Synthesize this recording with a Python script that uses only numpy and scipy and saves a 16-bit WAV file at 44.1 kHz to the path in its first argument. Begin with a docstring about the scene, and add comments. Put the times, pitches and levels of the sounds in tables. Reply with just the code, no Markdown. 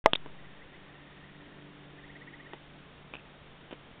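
"""Tree frogs across a lake at dusk

Calm water, heard from the shore through the narrow-band microphone of a hand-held camera. Far off,
tree frogs trill in short rising chirps over an even hiss and the drone of a distant motor. Right at
the microphone, one hard knock overloads the camera; then its casing clicks and fingers bump it softly."""
import sys
import numpy as np
from scipy import signal
from scipy.fft import rfft, irfft
from scipy.io import wavfile

SR = 44100
rng = np.random.default_rng(int(sys.argv[2]) if len(sys.argv) > 2 else 0)


def wav_record(signal):
    """Record a signal, one row per channel, as 16-bit PCM in the file named by sys.argv[1]."""
    frames = np.transpose(np.atleast_2d(signal))
    bounded = np.clip(frames, -1, 1)
    # unit amplitude maps onto the largest positive 16-bit level
    quanta = np.round(bounded * 32767).astype(np.int16)
    wavfile.write(sys.argv[1], SR, quanta)


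N = 176400
T = np.arange(N) / SR


def from_db(db):
    """Decibels to gain."""
    return 10 ** (np.asarray(db) / 20)


def unit_rms(x):
    """Scale to rms 1."""
    return x / np.sqrt(np.mean(x ** 2) + 1e-20)


def drift(rate_hz):
    """Smooth random wander with a spread of about 1."""
    pole = np.exp(-200 * np.pi * rate_hz / SR)
    noise = rng.standard_normal(N // 100 + 1002)  # one value per 100 samples
    slow = signal.lfilter([1], [1, -2 * pole, pole * pole], noise)[1000:]
    return np.interp(np.arange(N) / 100, np.arange(len(slow)), unit_rms(slow))


def resonate(x, hz, width_hz):
    """A resonance with gain 1 at its top."""
    r = np.exp(-np.pi * width_hz / SR)
    feedback = [1, -2 * r * np.cos(2 * np.pi * hz / SR), r * r]
    return signal.lfilter(np.array([1, 0, -1]) * (1 - r * r) / 2, feedback, x + 1e-18)


def steep_band(x, hz, width_hz):
    """One resonance applied twice, for steep flanks."""
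    return resonate(resonate(x, hz, width_hz), hz, width_hz)


def narrow_noise(hz, width_hz):
    """A narrow band of noise at rms 1."""
    return unit_rms(steep_band(rng.standard_normal(N), hz, width_hz))


def contact(at, scuff_db, t60):
    """A touch on the casing: a unit impulse, then a short dying scuff."""
    decay = from_db(-60 * np.minimum(np.abs(T - at) / t60, 2))
    scuff = rng.standard_normal(N) * (T > at) * decay
    push = from_db(scuff_db) * scuff / np.sqrt(np.sum(scuff ** 2))
    push[int(at * SR)] += 1
    return push


# Noise floor at the shore: f/Hz, level/dB in a 1 Hz band
AIR_SPECTRUM = [(20, -80.5), (45, -82), (100, -85.5), (220, -86), (380, -86), (600, -88.5), (900, -90),
                (1600, -91.5), (2500, -93.5), (3700, -94)]

def air():
    """Even hiss of the open air and of the microphone itself."""
    hz, db = np.transpose(AIR_SPECTRUM)
    bin_hz = np.maximum(np.arange(N // 2 + 1) * SR / N, 1)
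    gain = from_db(np.interp(np.log(bin_hz), np.log(hz), db))
    return irfft(rfft(rng.standard_normal(N)) * gain, N) * np.sqrt(SR / 2)


# Partials of the distant motor: harmonic number, rms level/dB before the swell, swell factor
MOTOR_PARTIALS = [(3, -59.5, 0.23), (4, -65.5, .5), (6, -61, 1.33), (7, -69, .8), (8, -67.5, 1.05),
                  (9, -73, 0.48), (10, -76, 0.78), (12, -77, .4)]
# Swell and fade of the drone: t/s, level/dB
MOTOR_SWELL = [(0, -3.5), (.55, -5.5), (1.2, -1), (1.8, 1.5), (2.4, -1.5), (3.0, -8.5), (3.5, -10),
               (4, -13)]
# Fainter, unsteady hums: f/Hz, width/Hz, rms level/dB
HUMS = [(177, 4.7, -69.5), (253, 16, -71.5)]

def motor(fundamental_hz=48.4, wander=.003, flutter_db=1.55):
    """A far engine with two fainter hums; each partial flutters on its way over the water."""
    turns = np.cumsum(fundamental_hz * (1 + wander * drift(2.93))) / SR
    swell_db = np.interp(T, *np.transpose(MOTOR_SWELL))
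    drone = 0
    for harmonic, db, follows in MOTOR_PARTIALS:
        amplitude = np.sqrt(2) * from_db(db + follows * swell_db + flutter_db * drift(4.7))
        drone += amplitude * np.sin(2 * np.pi * (round(harmonic) * turns + rng.random()))
    return drone + sum(from_db(db) * narrow_noise(hz, width) for hz, width, db in HUMS)


def frog_chorus(db=-65, peak_s=.82, spread_s=.6):
    """The farthest frogs blur into one faint band that comes and goes."""
    swell = np.exp(-.5 * ((T - peak_s) / spread_s) ** 2)
    return from_db(db) * swell * narrow_noise(hz=1820, width_hz=425)


# Modes of the camera body: f/Hz, relative level/dB, t60/s
BODY_MODES = [(457, -30.5, 0.054), (598, -25.5, 0.044), (658.4, -25, 0.085), (762, 4, 0.0047),
              (866, -22, 0.04), (1006, -10, .013), (1231, -45.5, 0.23), (1685, -43, 0.059),
              (2050, -10.5, 0.011), (3270, -24.5, 0.007)]

def knock(at=.0596, db=7, rise_s=.000428, damped_after_s=.034):
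    """A hard blow on the camera body: a dead thump and a hollow ring that the hand soon stops."""
    t = np.maximum(T - at, 0)
    ring = 0
    for hz, mode_db, t60 in BODY_MODES:
        decay = np.exp(-np.minimum(np.log(1000) * t / t60, 20))
        ring -= from_db(db + mode_db) * decay * np.sin(2 * np.pi * hz * t)
    attack = 1 - np.exp(-t / rise_s)
    hand_damping = np.interp(t, [damped_after_s - .005, damped_after_s + .005], [1, .3])
    low_cut = signal.butter(2, 161, "high", fs=SR, output="sos")
    return signal.sosfilt(low_cut, ring * attack * hand_damping)


# Clicks right at the microphone: t/s, push level/dB, ring f/Hz, ring width/Hz, relative tap level/dB
CASING_CLICKS = [(0.1335, 15.5, 2963, 1500, -3), (0.1527, 4, 2500, 1000, -17), (0.1539, 6, 3640, 700, -16),
                 (0.156, 10.5, 3510, 900, -12.5), (3.1375, 0.5, 2390, 450, -7.5),
                 (3.141, -14, 2600, 447, -3), (3.146, -6.5, 2600, 450, -6.5), (3.153, -1, 2560, 510, -8),
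                 (3.167, -5, 2570, 410, -17.5), (3.186, -13.5, 2700, 400, -19.5),
                 (3.1955, -11.5, 2560, 400, -27)]

def casing_clicks():
    """Plastic parts snap: a bright ring over a duller tap."""
    tap_band = signal.butter(1, [120, 1480], "band", fs=SR, output="sos")
    out = 0
    for at, db, hz, width_hz, tap_db in CASING_CLICKS:
        push = from_db(db) * contact(at, scuff_db=-12.5, t60=.019)
        tap = from_db(tap_db) * signal.sosfilt(tap_band, push + 1e-18)
        out += steep_band(push, hz, width_hz) + tap
    return out


# Bumps close to the microphone: t/s, push level/dB, pitch factor, thud cutoff f/Hz, relative rub level/dB
FINGER_BUMPS = [(.2604, -5, 1.06, 1300, -15.5), (2.5341, -1.5, 1.01, 1302, -10.5),
                (3.7098, -5.5, 1, 700, -14.5), (3.714, -13.5, 1.2, 1100, -1.5),
                (3.727, 5.5, 1.12, 600, -21), (3.7316, -7.5, 0.95, 700, -6)]
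# Modes that a bump sets ringing: f/Hz before the pitch factor, width/Hz, relative level/dB
THUD_MODES = [(384, 240, 1), (643, 190, -6.5), (830, 160, -3.5)]

def finger_bumps():
    """Fingers shift on the casing: a soft low thud with a little bright rub."""
    out = 0
    for at, db, pitch, cutoff_hz, rub_db in FINGER_BUMPS:
        push = from_db(db) * contact(at, scuff_db=-3.5, t60=.067)
        thud = sum(from_db(level) * resonate(push, hz * pitch, width) for hz, width, level in THUD_MODES)
        soft_touch = signal.butter(2, cutoff_hz, fs=SR, output="sos")
        rub = from_db(rub_db) * steep_band(push, hz=2600, width_hz=1900)
        out += signal.sosfilt(soft_touch, thud) + rub
    return out


def frog_chirp(at, hz, db, sweep, width_s=.0069):
    """One frog note: a sine that sweeps up under a bell-shaped envelope."""
    near = np.abs(T - at) < .05
    t = T[near] - at
    turns = hz * t + .5 * sweep * t * t + rng.random()
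    out = np.zeros(N)
    out[near] = from_db(db) * np.exp(-.5 * (t / width_s) ** 2) * np.sin(2 * np.pi * turns)
    return out


# Lone chirps, far off: t/s, f/Hz, level/dB, sweep/(Hz/s)
LONE_CHIRPS = [(.397, 1950, -54.5, 6000), (.453, 2000, -56, 12000), (.624, 2040, -54, 11000),
               (.744, 1985, -53.5, 11000)]
# Far trills: first t/s, last t/s, spacing/s, crest f/Hz, crest level/dB, swell/dB, slowing, sweep/(Hz/s)
TRILLS = [(.51, .955, .056, 1925, -62.5, -2, 0.0093, 7000),
          (1.014, 1.586, .0573, 1894, -56, 4, 0.035, 10000),
          (1.986, 2.531, .061, 1932, -46, 6, 0.058, 13700),
          (1.993, 2.567, .0574, 2172, -55.5, 2.5, .005, 2500)]
# Returns from the shore: delay/s, relative level/dB
SHORE_ECHOES = [(.009, -21), (0.025, -17)]

def tree_frogs(crest=.55, pitch_sag=.063, pitch_jitter=.007):
    """Far trills arch in pitch and slow a little, most swelling midway; the shore echoes faintly."""
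    calls = sum(frog_chirp(*row) for row in LONE_CHIRPS)
    for first, last, spacing, hz, db, swell_db, slowing, sweep in TRILLS:
        count = int(round((last - first) / spacing)) + 1
        for progress in np.linspace(0, 1, count):
            effort = -((progress - crest) / crest) ** 2  # -1 at the first chirp, 0 at the crest
            at = first + (last - first) * (progress - slowing * progress * (1 - progress))
            pitch = 1 + pitch_sag * effort + pitch_jitter * rng.standard_normal()
            calls += frog_chirp(at, hz * pitch, db + swell_db * effort, sweep)
    return calls + sum(from_db(db) * np.interp(T - delay, T, calls, left=0) for delay, db in SHORE_ECHOES)


def scene():
    """The far sounds of the lake and the close handling noise, at one mono microphone."""
    lake = tree_frogs() + frog_chorus() + motor() + air()
    return (lake + knock() + casing_clicks() + finger_bumps())[None]


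def record(dry):
    """The narrow-band camera starts a moment in, settles from a small offset and overloads on the knock."""
    start_s, settle_s = .041, .26
    ceiling, hardness = .71, 7.2
    offset = from_db(-36.5) * np.exp(-(T - start_s) / settle_s)
    started = (dry - offset) * (T > start_s)
    band = signal.sosfilt(signal.cheby2(8, 17, 3930, fs=SR, output="sos"), started)
    narrow = signal.sosfilt(signal.ellip(9, .3, 80, 4300, fs=SR, output="sos"), band)
    clipped = narrow / (1 + np.abs(narrow / ceiling) ** hardness) ** (1 / hardness)
    return signal.sosfilt(signal.cheby2(12, 70, 15800, fs=SR, output="sos"), clipped)


dry = scene()
out = record(dry)
wav_record(out)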